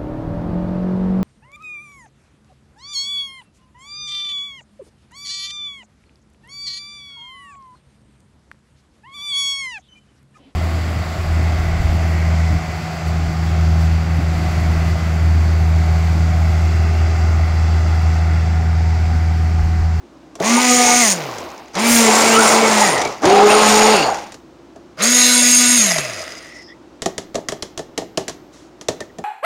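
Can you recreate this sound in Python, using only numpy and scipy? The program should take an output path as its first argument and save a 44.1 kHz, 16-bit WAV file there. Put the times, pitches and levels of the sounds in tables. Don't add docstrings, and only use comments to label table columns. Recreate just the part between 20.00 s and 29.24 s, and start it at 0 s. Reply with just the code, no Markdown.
import sys
import numpy as np
from scipy import signal
from scipy.fft import rfft, irfft, next_fast_len
from scipy.io import wavfile
from scipy.ndimage import uniform_filter1d, minimum_filter1d

SR = 44100
rng = np.random.default_rng(int(sys.argv[2]) if len(sys.argv) > 2 else 0)


def unload_wav(signal):
    wavfile.write(
        sys.argv[1],
        SR,
        np.round(np.clip(np.atleast_2d(signal).T, -1, 1) * 32767).astype(np.int16),
    )


N = 407484


def amp(db):
    return 10 ** (np.asarray(db) / 20)


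def unit(x):
    return x / np.sqrt(np.mean(x ** 2) + 1e-20)


def read(points, hz):
    f, value = np.transpose(points)
    return np.interp(np.log(hz + 1), np.log(f + 1), value)


def add(mix, s, sound):
    part = mix[max(round(s * SR), 0):][:len(sound)]
    part += sound[:len(part)]


def colour(x, points, size=2048):
    gain = unit(amp(read(points, abs(np.fft.fftfreq(size, 1 / SR)))))
    response = np.exp(np.conj(signal.hilbert(np.log(gain))))
    taps = np.fft.ifft(response).real
    return signal.oaconvolve(x, taps)[:len(x)]


def drift(n, hz):
    size = next_fast_len(n // 8 + 2, True)
    f = np.fft.rfftfreq(size, 8 / SR)
    spectrum = rfft(rng.standard_normal(size)) / (1 + (f / hz) ** 2)
    slow = irfft(spectrum, size)
    return unit(np.interp(np.arange(n) / 8, np.arange(size), slow))


def resonate(x, hz, width):
    turn = np.exp(2j * np.pi * np.cumsum(hz * np.ones(len(x))) / SR)
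    r = np.exp(-np.pi * abs(width) / SR)
    return (turn * signal.lfilter([1 - r], [1, -r], x / turn)).real


# (frequency [Hz], relative level [dB per Hz])
FLOOR_SPECTRUM = [(15, -66.5), (25, -46), (45, -48), (68, -18), (87, -19.5), (212, -14), (344, -4),
                  (384, -12.5), (416, -17.5), (503, -16), (1260, -24.5), (1790, -31.5), (6380, -39.5),
                  (12200, -58), (16000, -57.5)]
FLOOR_DB = -44.5
MAINS_HZ, MAINS_DB = 59.5, -61


def background():
    appliance = unit(np.sin(2 * np.pi * MAINS_HZ * np.arange(N) / SR))
    noise = unit(colour(rng.standard_normal(N), FLOOR_SPECTRUM, size=8192))
    return amp(FLOOR_DB) * noise + amp(MAINS_DB) * appliance


# (frequency [Hz], t60 [s])
REVERBERATION = [(150, 1.42), (600, 0.36), (2000, 0.53), (6500, 0.3), (10000, 0.03), (16000, 2)]


def kitchen(x, gap_s=0.0085):
    n = SR // 2
    taps = rng.standard_normal(n) * (np.arange(n) > gap_s * SR)
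    hz, t, bands = signal.stft(taps, SR, nperseg=256)
    decay = amp(-60 * t / read(REVERBERATION, hz)[:, None])
    tail = signal.istft(bands * decay, SR)[1]
    return signal.fftconvolve(x, tail / np.linalg.norm(tail))[:N]


# (frequency [Hz], relative level [dB per Hz])
CLICK_SPECTRUM = [(300, -2), (700, -10), (1100, 2), (1450, -3.5), (1900, 0), (2350, -5.5), (3300, -1.5),
                  (4700, -2.5), (6000, 0), (7200, -2), (8300, -10), (10000, -13), (13000, -27),
                  (16000, -32)]
# (time [s], length [s], level before its envelope [dB])
SOFT_RUSTLE = (8.52, .2, -48)


def rustle(s, length, db, rise_s=.02):
    t = np.arange(round(length * SR)) / SR
    envelope = np.minimum(t / rise_s, 1) * (1 - t / length)
    return s, amp(db) * envelope * unit(colour(rng.standard_normal(len(t)), CLICK_SPECTRUM))


# (time [s], relative level of the click [dB], relative level of the knock [dB])
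SHORT_SOUNDS = [(.354, -26.5, -36), (0.401, -19.5, -17), (1.383, -21, -43), (1.404, -29, -30),
                (1.753, -15, -31), (2.979, -12.5, -39), (3.017, -10.5, -31), (3.051, -15, -18),
                (3.074, -20, -35), (3.23, -36, -21), (3.254, -7, -9), (3.513, -5, -21), (4.321, -25, -41),
                (4.343, -26.5, -37), (4.76, -40, -33.5), (5.984, -7.5, -24.5), (7.02, -11.5, -25),
                (7.0591, -10, -14), (7.18, -12.5, -23.5), (7.3447, -22, -23), (7.354, -14, -17),
                (7.376, -34, -22.5), (7.4862, -9.5, -24.5), (7.521, -17.5, -21), (7.624, -13, -25),
                (7.776, -16, -29.5), (7.792, -21, -21.5), (7.977, -9, -16), (8.018, -37, -25),
                (8.174, -8, -13.5), (8.207, -32, -28), (8.281, -12.5, -26), (8.295, -19, -30.5),
                (8.812, -23, -37), (8.885, -8, -13.5), (9.005, -19.5, -25), (9.185, -27.5, -24)]
# (nominal frequency [Hz], relative level [dB], t60 [s])
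BEAKER_MODES = [(154.4, -21, 0.03), (253, -11.5, 0.1), (321, -3, 0.053), (402, -6, 0.11), (466, -3, 0.044),
                (637, 5, 0.034), (712, -5.5, 0.039), (900, -20.5, 0.041), (1260, -12.5, 0.0272),
                (1755, -17.5, 0.051)]
# (frequency [Hz], relative level [dB per Hz])
BOARD_SPECTRUM = [(40, -15), (80, -4.5), (170, 3.5), (330, -1), (560, 3.5), (800, -0.5), (1100, -14),
                  (3000, -43.5)]


def hit(s, click_db, knock_db, snap_s=0.0041, chatter_s=0.031, chatter_db=-16, snap_db=-6.0,
        body_db=3, lag_s=.002, thud_db=-9, thud_s=0.024):
    t = np.arange(SR // 5) / SR
    envelope = np.exp(-t / snap_s) + amp(chatter_db) * np.exp(-t / chatter_s)
    click = colour(rng.standard_normal(len(t)) * envelope, CLICK_SPECTRUM)
    age = np.maximum(t - lag_s, 0)
    body = np.zeros(len(t))
    for hz, db, t60 in BEAKER_MODES:
        mode_hz = hz * (1 + 0.032 * rng.standard_normal())
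        body += rng.choice([-1, 1]) * amp(db - 60 * age / t60) * np.sin(2 * np.pi * mode_hz * age)
    body += amp(thud_db) * colour(rng.standard_normal(len(t)) * np.exp(-t / thud_s), BOARD_SPECTRUM)
    onset = 1 - np.exp(-age / 0.0025)
    return s, amp(click_db + snap_db) * click + amp(knock_db + body_db) * body * onset


# (time [s], length [s], nominal first frequency [Hz], nominal last frequency [Hz], level before fades [dB])
GLIDING_RINGS = [(0.559, 0.049, 815, 1045, -19), (.865, .05, 848.1, 871, -19), (1.34, 0.15, 772, 635, -42),
                 (2.054, 0.075, 770, 690, -17.5), (2.29, 0.099, 2570, 3100, -21.5),
                 (2.321, 0.099, 1110, 1474, -12), (2.37, .19, 1510, 1175, -20),
                 (2.545, 0.38, 2240, 1930, -33), (2.765, 0.29, 1879, 2030, -24.5),
                 (2.81, 0.04, 864, 818, -12), (3.007, 0.082, 2115, 2295, -28), (3.275, 0.21, 730, 825, -10),
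                 (3.478, 0.0654, 2500, 2740, -18), (3.62, 0.66, 822, 822, -23.5),
                 (3.824, .3, 4467, 4500, -26.5), (3.904, .16, 2630, 2740, -23),
                 (5.006, .32, 1960, 1860, -29), (5.273, 0.12, 1485, 1480, -27),
                 (5.135, 0.28, 4000, 4100, -21), (5.289, .42, 4640, 4940, -29.5),
                 (5.305, 0.97, 2640, 2605, -35.5), (6.381, 0.29, 1935, 1954, -42.5),
                 (6.668, 0.085, 1750, 2010, -45), (6.675, 0.064, 3350, 3450, -54),
                 (6.465, 0.295, 5500, 5050, -47.5), (8.997, .04, 1850, 1800, -37.5),
                 (9.092, .02, 1880, 1880, -51.5)]


def gurgle(s, length, first_hz, last_hz, db, damping=0.092, wobble=0.011):
    n = int(length * SR)
    hz = np.linspace(first_hz, last_hz, n) * (1 + wobble * drift(n, hz=25))
    width = damping * first_hz
    ring = resonate(resonate(rng.standard_normal(n), hz, width), hz, width)
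    return s, amp(db) * unit(ring) * signal.windows.tukey(n, .6)


SPIN_UP_S = .042
FRICTION_HZ, STALL_HZ = 35.8, 20


def throttle(t, on, off, coast_s, full_hz):
    friction = FRICTION_HZ / full_hz
    coast = (1 + friction) * np.exp(-np.maximum(t - off, 0) / coast_s) - friction
    spin_up = 1 - np.exp(-(t - on) / SPIN_UP_S)
    return np.maximum(spin_up * coast, 1e-3)


def slaps(turns, hiss, play=0.024, decay_s=0.00081):
    n, hiss = len(turns), np.clip(hiss, 0, 1)
    speed = np.gradient(turns) * SR
    loose = turns + play * drift(n, hz=140) + 1
    strengths = amp(2.8 * np.clip(rng.standard_normal(n), -2, 1.5))
    size = strengths[loose.astype(int)]
    since_s = (loose % 1) / (speed + 1)
    blows = unit(size * np.exp(-since_s / decay_s))
    return np.sqrt((1 - hiss) * blows ** 2 + hiss) * rng.standard_normal(n)


def tone(turns, order, waver_db):
    wave = np.sin(2 * np.pi * (order * turns + rng.random()))
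    return unit(wave * amp(waver_db * drift(len(turns), hz=21.2)))


HUM_LAW, DRONE_LAW = 3.47, 3.7


def hum(turns, share, hum_db, second_db, third_db):
    first = amp(hum_db) * tone(turns, order=1, waver_db=0.36)
    drone = amp(second_db) * tone(turns, order=2, waver_db=3.0)
    drone += amp(third_db) * tone(turns, order=3, waver_db=2.5)
    return share ** HUM_LAW * first + share ** DRONE_LAW * drone


# (multiple of shaft speed [1], relative level [dB])
UPPER_ORDERS = [
    [(4, -11.5), (5, -3.5), (6, -11), (7, -16.5), (8, -9.5), (9, -5), (10, -13), (11, -35.5)],
    [(4, 1), (5, -2), (6, -1.5), (7, -2), (8, -4), (9, -2), (10, 1), (11, -9)],
    [(4, 2), (5, -5.5), (6, -5), (9, -26)],
    [(2.5, -12), (4, -3.5), (5, -4), (6, -0.5), (7, -2.5), (8, -2), (9, 1.5), (10, -6), (11, 2), (12, -6),
     (14, 0), (15, 1.5), (16, 0.5), (17, -1.5), (19, 0.5), (20, 4), (21, 0.5), (22, -1.5)],
]
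# (frequency [Hz], relative level [dB per Hz])
WHIR_SPECTRUM = [(150, -45.5), (700, -25.5), (1400, -11.5), (2050, 1.5), (2600, -0.5), (3100, -4),
                 (4300, -5.5), (5200, -6.5), (7000, -43.5)]
BUZZ_LAW, WHIR_LAW = 1.95, 1.424


def gears(turns, share, orders, orders_db, whir_hiss=0.79, shake_turns=0.0062):
    shaky = turns + shake_turns * drift(len(turns), hz=90)
    buzz = unit(sum(amp(db) * tone(shaky, round(2 * k) / 2, waver_db=3.5) for k, db in orders))
    whir = colour(slaps(turns, whir_hiss), WHIR_SPECTRUM)
    return share ** WHIR_LAW * (amp(orders_db) * share ** BUZZ_LAW * buzz + whir)


# (centre frequency [Hz], width of the narrow resonance [Hz], relative level [dB])
STEEL_MODES = [
    [(5980, 280, -11), (6630, 600, -1), (8940, 280, -3), (14450, 800, -17)],
    [(6700, 220, -9), (7440, 67, -8), (8840, 530, -4), (14420, 900, -20)],
    [(6740, 82, -4.5), (8850, 300, -5), (10100, 390, -21)],
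    [(6466, 7.5, -0.5), (6646, 140, 2.5), (7350, 160, -5.5), (8920, 190, 0.5), (11073, 140, -7),
     (14370, 400, -16.5)],
]


def rings(x, modes, skirt_hz=1200, swell_db=2.26, swell_hz=5.8, wander_widths=0.27):
    sound, n = 0, len(x)
    for hz, width, db in modes:
        narrow = resonate(x, hz + wander_widths * width * drift(n, hz=swell_hz), width)
        ring = resonate(narrow, hz, skirt_hz)
        sound = sound + amp(db) * unit(ring * amp(swell_db * drift(n, hz=swell_hz)))
    return sound


# (frequency [Hz], relative level [dB per Hz])
BRUSH_SPECTRUM = [(2500, -34.5), (4400, -9.5), (5050, 4), (5500, 9.5), (6600, 5.5), (8000, -5.5),
                  (9100, -12), (10000, -8.5), (11600, -19.5), (12200, -3.5), (12800, -33.5), (16000, -30.5)]
# (centre frequency [Hz], width of the narrow resonance [Hz], relative level [dB])
HOUSING_MODES = [(635, 58, 0.5), (1983, 170, 2), (5010, 120, 2), (12250, 150, -16.5)]


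def brushes(turns, ringing, housing_db, hiss=0.36, linger_db=-15, uneven_db=3.8):
    scrape = slaps(turns, hiss) * amp(uneven_db * drift(len(turns), hz=25))
    housing = amp(housing_db) * rings(scrape, HOUSING_MODES)
    return unit(colour(scrape, BRUSH_SPECTRUM) + housing + amp(linger_db) * ringing)


# (frequency [Hz], relative level [dB per Hz])
RATTLE_SPECTRUM = [(200, -49), (1200, -24), (2500, -20), (4500, -4), (5500, 1.5), (6000, 2.5), (7400, 0),
                   (7900, -5.5), (8500, 3), (9100, -8.5), (9900, -20), (11000, -21), (12200, -14),
                   (13200, -23), (14400, -16.5), (16000, -36)]


def shaft_rattle(blows, ringing):
    return unit(colour(blows, RATTLE_SPECTRUM) + ringing)


# (time [s], half length to 1/e [s], peak gain [dB])
AIR_CATCHES = [(1.934, 0.063, -19), (2.193, 0.0295, -35)]
# (frequency [Hz], relative level [dB per Hz])
SPRAY_SPECTRUM = [(5000, -7.5), (9500, -1), (11500, -3), (13500, -15), (15200, -2), (16500, -21)]


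def spits(t, blows):
    gain = sum(amp(db) * np.exp(-((t - at) / half) ** 2) for at, half, db in AIR_CATCHES)
    return gain * colour(blows, SPRAY_SPECTRUM)


# (frequency [Hz], relative level [dB per Hz])
PUREE_SPECTRA = [
    [(30, -27.5), (110, -18), (170, -8), (300, 0), (600, 2), (850, 3), (1200, -2), (1700, -11), (3000, -30)],
    [(30, -30), (110, -4.5), (170, 0), (300, 6), (550, 10), (850, 11.5), (1300, 4.5), (1700, -4),
     (3000, -35)],
    [(30, -20), (110, -23.5), (200, -12), (380, -5.5), (600, -1.5), (800, 2.5), (1050, -4), (1600, -10),
     (3000, -51)],
    [(30, -45), (110, -32), (200, -8), (400, 3), (640, 9.5), (850, -9.5), (1200, 6.5), (1700, 2),
     (3000, -27)],
]


def puree(n, spectrum, lumpy_db=1.0, bubbles_per_s=420, bubble_share=0.39, cycles=7, count=28):
    rush, swarm = rng.standard_normal(n) * amp(lumpy_db * drift(n, hz=40)), np.zeros(n)
    t = np.arange(SR // 16) / SR
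    for hz in np.geomspace(300, 2600, count):
        age = hz * t / cycles
        bubble = np.sin(2 * np.pi * hz * t * (1 + 0.037 * age)) * np.exp(-age)
        births = (rng.random(n) < bubbles_per_s / count / SR) * rng.uniform(0.79, 1, n)
        swarm += hz * signal.oaconvolve(births, bubble)[:n]
    share = np.clip(bubble_share, 0, 1)
    rush, swarm = unit(colour(rush, spectrum)), unit(colour(swarm, spectrum))
    return np.sqrt(1 - share) * rush + np.sqrt(share) * swarm


# (on [s], off [s], coasting time constant [s],
# speed below which the churning dies [Hz], speed below which the rattle stops [Hz],
# width of that change [Hz], change of the slack gears' whir [dB])
SWITCH_PRESSES = [(0.37, 1.01, 0.52, 91, 186.6, 7.5, -8), (1.715, 2.848, 0.27, 101.9, 152.5, 36, 0),
                  (3.188, 3.936, 0.27, 140.4, 150, 48, -4.5), (4.953, 5.766, 0.55, 90, 194, 30, 0)]
# (time [s], nominal full shaft speed [Hz], order 1 level [dB],
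# relative drone of orders 2 and 3 [dB], relative churning [dB], relative shaft rattle [dB])
LOAD_CURVES = [
    [(.46, 243.7, -20, -33, -29.5, -20), (.55, 242.8, -11.5, -30, -30.5, -18.5),
     (.62, 249.7, -21, -26, -31, -18), (.71, 247.7, -15.5, -18, -43, -13),
     (.82, 245.8, -20, -18, -36.5, -13.5), (.87, 243.4, -22, -17.5, -30, -11.5),
     (1, 243.6, -19.5, -23, -36.5, -12.5)],
    [(1.83, 242.1, -17.5, -28, -18, -23.5), (1.92, 236.9, -15, -36, -19, -17),
     (1.99, 231.4, -14.5, -22.5, -20.5, -14.5), (2.11, 218.3, -17, -24, -11, -16.5),
     (2.21, 225.6, -21, -28, -12, -14.5), (2.38, 223.9, -16.5, -18, -13.5, -16.5),
     (2.5, 219.6, -21.5, -27, -10, -13), (2.61, 225, -18, -24, -11.5, -21.5),
     (2.82, 209, -22, -34.5, -14, -17.5)],
    [(3.31, 208, -25, -6, -12.5, -28), (3.4, 205.5, -22, -8.5, -9, -24),
     (3.455, 209.6, -18.5, -0.5, -11.5, -23.5), (3.495, 210.2, -21, -8, -8, -15),
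     (3.6, 213.4, -23, -15, -11.5, -21), (3.69, 213.3, -15.5, -16.5, -11, -12.5),
     (3.84, 215.9, -17.5, -10.5, -10, -15), (3.93, 218, -21.5, -14.5, -13, -20)],
    [(5.04, 250.2, -20.5, -35, -28.5, -10.5), (5.11, 250, -19, -38.5, -34, -13),
     (5.19, 247.7, -22.5, -33, -35, -9), (5.42, 244.8, -20.5, -39, -40, -12),
     (5.53, 246, -20.5, -39, -43, -8), (5.76, 243.9, -19.5, -43, -37.5, -12)],
]
# (relative order 2 [dB], relative order 3 [dB], relative upper orders [dB],
# relative puree [dB], relative gear whir [dB], brushes before slowing [dB], relative housing ring [dB],
# share of shapeless hiss in the rattle's power [0-1])
BLADE_SEATING = [(-6.5, 0.5, 0, 8, -20.5, -31, -4.5, 0.42), (1, -6, -1.5, -2.5, -20.5, -20, -7, 0.61),
                 (-2.5, -20, -0.5, -0.5, -18, -22.5, -8, 0.4), (2.5, 1.5, 4, 4, -23.5, -18.5, -0.5, 0.5)]
FADE_IN_S, ENGAGE_S = 0.056, .066
BRUSH_LAW, CHURN_LAW = 1.38, 2.2
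WHIR_FOLLOW = 0.33


def blender(press, load, seating, orders, steel, churn_spectrum, rattle_db=-1.5, rattle_law=1.0):
    on, off, coast_s, churn_hz, slack_hz, slack_width_hz, slack_whir_db = press
    second_db, third_db, orders_db, puree_db, whir_db, brush_db, housing_db, hiss = seating
    s, *columns = np.transpose(load)
    last_hz = columns[0][-1]
    stop = off + coast_s * np.log((last_hz + FRICTION_HZ) / (STALL_HZ + FRICTION_HZ))
    t = np.arange(round(on * SR), round(stop * SR)) / SR
    full_hz, hum_db, drone_db, churn_db, shaft_db = (np.interp(t, s, c) for c in columns)
    share = throttle(t, on, off, coast_s, full_hz)
    speed = share * full_hz
    turns = np.cumsum(speed * (1 + .002 * drift(len(t), hz=28.68))) / SR

    sound = hum(turns, share, hum_db, drone_db + second_db, drone_db + third_db)
    churn_gain = amp(churn_db + puree_db) / np.hypot(1, (churn_hz / speed) ** CHURN_LAW)
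    sound += churn_gain * puree(len(t), churn_spectrum)

    driven = .5 + .5 * np.tanh((speed - slack_hz) / slack_width_hz)
    follow_db = WHIR_FOLLOW * (shaft_db - shaft_db.mean())
    gear_gain = amp(whir_db + follow_db + slack_whir_db * (1 - driven))
    sound += gear_gain * gears(turns, share, orders, orders_db)

    blows = slaps(turns, hiss)
    ringing = rings(blows, steel)
    engaged = np.clip((t - on - ENGAGE_S) / .006, 0, 1)
    rattle_gain = amp(shaft_db + rattle_db) * engaged * share ** rattle_law * np.sqrt(driven)
    sound += rattle_gain * shaft_rattle(blows, ringing)
    brush_gain = amp(brush_db) * share ** BRUSH_LAW * np.sqrt(1 - driven)
    sound += brush_gain * brushes(turns, ringing, housing_db)
    sound += spits(t, blows)
    fade_in = np.minimum((t - on) / FADE_IN_S, 1) ** 2
    return on, sound * fade_in * signal.windows.tukey(len(t), .03)


def scene(motor_room_db=-17, hits_room_db=-11):
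    motor, hits = np.zeros(N), np.zeros(N)
    for burst in zip(SWITCH_PRESSES, LOAD_CURVES, BLADE_SEATING, UPPER_ORDERS, STEEL_MODES, PUREE_SPECTRA):
        add(motor, *blender(*burst))
    for row in GLIDING_RINGS:
        add(motor, *gurgle(*row))
    for row in SHORT_SOUNDS:
        add(hits, *hit(*row))
    add(hits, *rustle(*SOFT_RUSTLE))
    room = kitchen(amp(motor_room_db) * motor + amp(hits_room_db) * hits)
    return (motor + hits + room + background())[None]


EDGE_HZ = 16100


def record(dry, ceiling=0.88):
    allowed = ceiling / np.maximum(abs(dry), ceiling)
    gain = uniform_filter1d(minimum_filter1d(allowed, size=111), size=111)
    lowpass = signal.firwin(401, EDGE_HZ, window=("kaiser", 9), fs=SR)
    return signal.oaconvolve(dry * gain, lowpass[None], "same")


dry = scene()
out = record(dry)
unload_wav(out)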